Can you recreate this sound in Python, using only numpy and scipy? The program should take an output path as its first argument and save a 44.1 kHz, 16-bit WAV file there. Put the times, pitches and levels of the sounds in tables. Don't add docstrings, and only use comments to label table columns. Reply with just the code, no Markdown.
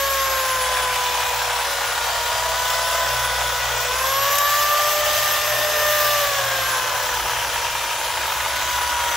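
import sys
import numpy as np
from scipy import signal
from scipy.fft import rfft, irfft, next_fast_len
from scipy.io import wavfile
from scipy.ndimage import uniform_filter1d, map_coordinates

SR = 44100
rng = np.random.default_rng(int(sys.argv[2]) if len(sys.argv) > 2 else 0)


def transcribe(signal):
    frames = np.atleast_2d(signal).T
    limited = np.clip(frames, -1, 1)
    pcm = np.round(limited * 32767).astype(np.int16)
    wavfile.write(sys.argv[1], SR, pcm)


def nominal_scale(level):
    x = np.asarray(level, float) / 20
    return 10 ** x


N = 403956
TIME = np.arange(N) / SR
WHINE_PER_MOTOR_TURN, GEAR_RATIO, SPROCKET_TEETH, DRIVE_LINKS = 29, 40 / 9, 6, 54

# [t/s, turns/s]
MOTOR_SPEED = [(0, 409.5), (.2, 402), (.45, 387), (.75, 374.5), (.93, 372), (1.05, 366), (1.3, 365),
               (2.15, 350), (2.65, 367.5), (3.03, 373), (3.35, 364.5), (3.6, 363), (3.83, 359.5),
               (4.1, 399.5), (4.33, 422), (4.6, 434.5), (5.1, 443), (5.92, 445.5), (6.2, 433), (6.45, 404),
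               (6.8, 381), (6.95, 369.5), (7.25, 363.5), (7.42, 355), (7.65, 353), (8.0, 355.5),
               (8.22, 362), (8.62, 365.5), (8.85, 361.5), (9.16, 352)]
# [t/s, depth 0-1]
SECOND_CUT_DEPTH = [(6.6, 0.1), (7.2, 0.8), (8.3, 0.87), (8.7, 0.27)]
# [t/s, half width to 1/e of the dip/s, dip/dB]
WHINE_FADES = [(3.76, .11, 16), (6.4, .15, 13)]
# [t/s, tooth rate level/dB, 2nd multiple level/dB, 3rd multiple level/dB]
TOOTH_LINES = [(0, -29.5, -26, -33), (.75, -34.5, -27.5, -34), (1.25, -38.5, -28, -55),
               (1.85, -41, -38, -32.5), (2.15, -45, -29.5, -35.5), (3.1, -43.5, -28, -31.5),
               (3.8, -40, -35.5, -34.5), (4.2, -30, -25, -33.5), (4.5, -35.5, -22, -30.5),
               (4.85, -27.5, -22, -36), (5.05, -26, -31, -33), (5.3, -35, -28.5, -32.5),
               (5.6, -29, -42, -33.5), (5.85, -25.5, -27.5, -28), (6.2, -27.5, -24.5, -35.5),
               (6.55, -35.5, -35.5, -30.5), (6.75, -39, -31, -33), (7.0, -41.5, -31.5, -39),
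               (7.7, -51, -33.5, -51), (8.5, -60, -35, -34.5), (8.8, -54, -26.5, -34),
               (9.16, -42, -26, -36)]
# [multiple of sprocket turn, level/dB]
SPROCKET_LINES = [(7, -48), (13, -50), (16, -50), (30, -44), (36, -46)]
# [t/s, level at 8x sprocket turn/dB, level at 24x/dB]
CUTTER_LINES = [(1.702, -58, -54), (2.3, -37, -40), (3.1, -36.5, -41), (3.7, -60, -38), (4.2, -48, -45),
                (6, -41, -47), (7.4, -46, -52), (8.5, -48, -50), (8.9, -48, -40)]
# [multiple of motor turn, loaded level/dB, free level/dB]
MOTOR_LINES = [(1, -64, -49), (8, -56, -46), (9, -48, -43), (14, -56, -43), (18, -54, -50), (25, -66, -53),
               (28, -68, -52), (30, -60, -49)]
# [f/Hz, relative level per Hz/dB]
RASP_SPECTRUM = [(240, -56), (400, -22.5), (480, -9), (580, -3.5), (790, -4.5), (947, -3), (1130, -3),
                 (1500, -3.5), (2280, -11.5), (3500, -13.5), (4550, -24), (7700, -120)]
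# [f/Hz, relative level per Hz/dB]
RATTLE_SPECTRUM = [(1060, -33), (1800, -3), (2330, -5), (3010, -3.5), (4500, -6), (4930, -5), (6980, -5.5),
                   (9890, -17), (11000, -13), (14300, -22), (22000, -120)]
# [f/Hz, relative level per Hz/dB]
HISS_SPECTRUM = [(7000, -40), (10000, -17), (10400, 6), (12500, 13.5), (14000, 10.5), (15700, 17),
                 (16200, -60)]
# [f/Hz, width/Hz, relative level/dB]
BRANCH_MODES = [(892, 58, 2), (1303, 80, -3), (1644, 150, -4.5), (2600, 250, -10), (3190, 70, -6.5)]
# [delay/s, gain]
ECHOES = [(.00045, -0.071), (.0016, -0.0084)]
# [t/s, level/dB]
LOG_LEVEL = [(0, -53), (3.75, -56.5), (7.5, -49), (9.16, -52.5)]
# [t/s, firing tone level/dB, 2nd multiple level/dB]
GENERATOR_LEVELS = [(0, -43, -48.5), (1.94, -47, -52), (3.24, -38, -43), (4.0, -42, -46.5), (4.8, -53, -50),
                    (5.5, -49, -49.5), (5.9, -50, -45), (8.24, -48, -53), (9.16, -47, -54)]
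# [f/Hz, relative level per Hz/dB]
RUMBLE_SPECTRUM = [(13, -36), (22, -4), (54, 4.5), (113, 2), (137, -9), (166, -2), (220, -31), (290, -59),
                   (480, -120)]
# [t/s, crackle gain/dB, body gain over crackle/dB]
SNAPS = [(0.9594, -18, 6), (4.354, -11, 3), (4.384, -6.5, -8), (4.3874, -10, -2), (4.3904, -13, -5),
         (5.1494, -19, 4), (6.0344, -20.5, 0), (8.5599, -19.5, 6), (8.8294, -21.5, 8)]
# [t/s, f/Hz, level/dB]
FAR_ENGINE = [(7.9, 62, -60), (8.5, 67.3, -46), (9.0, 73.2, -43), (9.16, 73.8, -47)]
# [f/Hz, left-right correlation]
LIKENESS = [(100, 1), (200, 0.91), (400, 1), (950, 0.8), (2400, 0.84), (4400, 0.73), (8000, 0.38),
            (15000, 0.11)]
# [f/Hz, left minus right/dB]
PORT_TILT = [(300, -1), (700, 0), (6000, 1.5), (10000, 2), (15000, -1.3)]


def unit(x):
    return x / np.sqrt(np.mean(x ** 2) + 1e-20)


def along(points, f_hz):
    hz, value = np.transpose(points)
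    return np.interp(np.log(f_hz + 1), np.log(hz + 1), value)


def curves(rows):
    t_s, *columns = np.transpose(rows)
    return [np.interp(TIME, t_s, column) for column in columns]


def wobble(rate_hz):
    knots = rng.standard_normal(int(N * rate_hz / SR) + 4)
    return map_coordinates(knots, [TIME * rate_hz])


def between(loaded, racing, share):
    return loaded + (racing - loaded) * share


def filtered(x, response):
    m = next_fast_len(N + 8192)
    return irfft(rfft(x, m) * response(np.fft.rfftfreq(m, 1 / SR)), m)[..., :N]


def rush(spectrum, patchy_db, banded_db=0):
    grid = signal.stft(rng.standard_normal((2, N)), nperseg=512)[2]

    def field(bins, frames):
        rough = rng.standard_normal(grid.shape[1:])
        return unit(uniform_filter1d(uniform_filter1d(rough, bins, 0), frames, 1))

    gain_db = patchy_db * field(8, 10) + banded_db * field(2, 160)
    pair = signal.istft(grid * nominal_scale(gain_db), nperseg=512)[1][:, :N]

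    def mid_side_response(f_hz):
        angle = np.arccos(np.clip(along(LIKENESS, f_hz), 0, 1)) / 2
        return nominal_scale(along(spectrum, f_hz)) * [np.cos(angle), np.sin(angle)]

    mid, side = filtered(pair, mid_side_response)
    return unit(np.array([mid + side, mid - side]))


def tone(turns, level_db, flutter_db, rate_hz, spread_rad=0.16):
    lag = spread_rad * wobble(rate_hz / 4) * np.array([[1], [-1]])
    phase = 2 * np.pi * (turns + rng.random())
    return np.sqrt(2) * nominal_scale(level_db + flutter_db * wobble(rate_hz)) * np.sin(phase + lag)


def shaft():
    speed_hz = uniform_filter1d(curves(MOTOR_SPEED)[0], size=SR // 8)
    free = np.clip((speed_hz - 365) / 80, 0, 1)
    return np.cumsum(speed_hz) / SR, free


def chain_loops(motor):
    return motor / GEAR_RATIO * SPROCKET_TEETH / DRIVE_LINKS


def motor_whine(shaken, motor, free):
    whine_db = between(-41.5, -33, np.clip(3.8 * free, 0, 1)) + 1.2 * wobble(3)
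    for t_s, width_s, dip_db in WHINE_FADES:
        whine_db -= dip_db * np.exp(-((TIME - t_s) / width_s) ** 2)
    throb_db = 2.3 * np.sin(2 * np.pi * 2 * chain_loops(motor))
    return tone(WHINE_PER_MOTOR_TURN * shaken, whine_db + throb_db, flutter_db=2.2, rate_hz=25, spread_rad=.55)


def sprocket_lines(motor):
    sprocket = motor / GEAR_RATIO
    out = np.zeros((2, N))
    for k, level_db in enumerate(curves(TOOTH_LINES), 1):
        turns = k * (SPROCKET_TEETH * sprocket + 0.015 * wobble(50))
        out += tone(turns, level_db, flutter_db=1.1, rate_hz=30, spread_rad=0.11)
    for k, level_db in SPROCKET_LINES:
        out += tone(k * (sprocket + .0015 * wobble(50)), level_db, flutter_db=3.5, rate_hz=4)
    for k, level_db in zip((8, 24), curves(CUTTER_LINES)):
        out += tone(k * sprocket, level_db, flutter_db=2.5, rate_hz=8)
    return out


def motor_lines(shaken, free):
    out = np.zeros((2, N))
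    for k, loaded_db, free_db in MOTOR_LINES:
        out += tone(k * shaken, between(loaded_db, free_db, free), flutter_db=4, rate_hz=5, spread_rad=.5)
    return out


def lines(motor, free):
    shake_turns = .002 + .004 * (1 - free) + .007 * curves(SECOND_CUT_DEPTH)[0]
    shaken = motor + shake_turns * wobble(60)
    return motor_whine(shaken, motor, free) + sprocket_lines(motor) + motor_lines(shaken, free)


def rasp(bite):
    return nominal_scale(-26.5) * unit(nominal_scale(1.05 * bite) * rush(RASP_SPECTRUM, patchy_db=0.95, banded_db=2.05))


def branch_response(f_hz):
    total = 0
    for k, (center, width, level_db) in enumerate(BRANCH_MODES):
        damping = 1j * f_hz * width
        total = total + (-1) ** k * nominal_scale(level_db) * damping / (center ** 2 - f_hz ** 2 + damping)
    return total


def branch_knock(bite):
    blows = rng.uniform(-1, 1, N) * (rng.random(N) < 3000 / SR)
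    hops = np.cumsum(48 + 11 * wobble(30)) / SR
    chatter = np.exp(-5.5 * (hops % 1)) * nominal_scale(1.8 * wobble(40))
    force = (.25 + unit(chatter)) * nominal_scale(1.3 * bite)
    return unit(filtered(force * blows, branch_response))


def chain_rattle(free, bite, gusts_db, grit):
    level_db = between(-27, -24.5, free) + .5 * wobble(2.11)
    level_db = level_db + 0.28 * gusts_db + 0.45 * bite + 1.05 * grit
    return nominal_scale(level_db) * rush(RATTLE_SPECTRUM, patchy_db=1.0, banded_db=1.78)


def fan_hiss(free, gusts_db, grit):
    level_db = between(-36, -30, free) + 1.1 * wobble(1.81)
    return nominal_scale(level_db + gusts_db + 1.3 * grit) * rush(HISS_SPECTRUM, patchy_db=1.6)


def cutting(motor, free):
    regular = 1.13 * np.sin(2 * np.pi * 4 * chain_loops(motor))
    bite = (1 - .7 * free) * (regular + 0.75 * wobble(90))
    grit = wobble(700)
    gusts_db = (0.69 + 1.1 * free) * wobble(10) + 0.86 * wobble(35)
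    deep = curves(SECOND_CUT_DEPTH)[0]
    out = nominal_scale(-2.5 * deep) * rasp(bite)
    out += nominal_scale(-28.5) * (0.25 * (1 - free) + 0.8 * deep) * branch_knock(bite)
    out += nominal_scale(-1.2 * deep) * chain_rattle(free, bite, gusts_db, grit)
    return out + fan_hiss(free, gusts_db, grit)


def echo_comb(f_hz):
    return 1 + sum(gain * np.exp(-2j * np.pi * f_hz * delay_s) for delay_s, gain in ECHOES)


def log():
    spectrum = [(130, -40), (200, -7.0), (400, 5.0), (600, -41)]  # f/Hz, relative level/dB
    return nominal_scale(curves(LOG_LEVEL)[0] + 2.0 * wobble(12)) * rush(spectrum, patchy_db=2.5)


def generator(free):
    first_db, second_db = curves(GENERATOR_LEVELS)
    turns = np.cumsum(59.6 + 0.893 * free + 0.35 * wobble(4)) / SR
    hum = tone(turns, first_db, flutter_db=2.0, rate_hz=9, spread_rad=.095)
    hum += tone(2 * turns, second_db, flutter_db=2.5, rate_hz=7, spread_rad=.095)
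    return hum + nominal_scale(-49.5 + 1.9 * wobble(2.45)) * rush(RUMBLE_SPECTRUM, patchy_db=0.7)


def snaps():
    out, t = np.zeros((2, N + SR)), np.arange(SR // 20) / SR
    bright = signal.butter(2, 4000, "hp", fs=SR)
    dull = signal.butter(2, [1500, 4500], "bp", fs=SR)
    envelope = np.exp(-t / 0.0021) * (1 - np.exp(-t / .0006))
    for t_s, gain_db, body_db in SNAPS:
        burst = rng.standard_normal((3, len(t))) * envelope
        crackle = signal.lfilter(*bright, burst[0] + 0.65 * burst[1:])
        body = nominal_scale(body_db) * signal.lfilter(*dull, burst[0])
        start = round(t_s * SR)
        out[:, start:start + len(t)] += nominal_scale(gain_db) * (crackle + body)
    return out[:, :N]


def far_engine():
    speed_hz, level_db = curves(FAR_ENGINE)
    sound = tone(np.cumsum(speed_hz) / SR, level_db, flutter_db=-1.0, rate_hz=7, spread_rad=0.08)
    return sound * (TIME > FAR_ENGINE[0][0])


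def scene():
    motor, free = shaft()
    saw = lines(motor, free) + filtered(cutting(motor, free), echo_comb) + log() + snaps()
    return saw + generator(free) + far_engine()


def low_pass(x):
    return signal.sosfilt(signal.butter(12, 17090, fs=SR, output="sos"), x)


def record(dry):
    top_hz = 15750

    def port_response(f_hz):
        tilt_db = along(PORT_TILT, f_hz) / 2 * np.array([[1], [-1]])
        return nominal_scale(tilt_db) * (f_hz < top_hz)

    return low_pass(filtered(dry, port_response))


dry = scene()
out = record(dry)
transcribe(out)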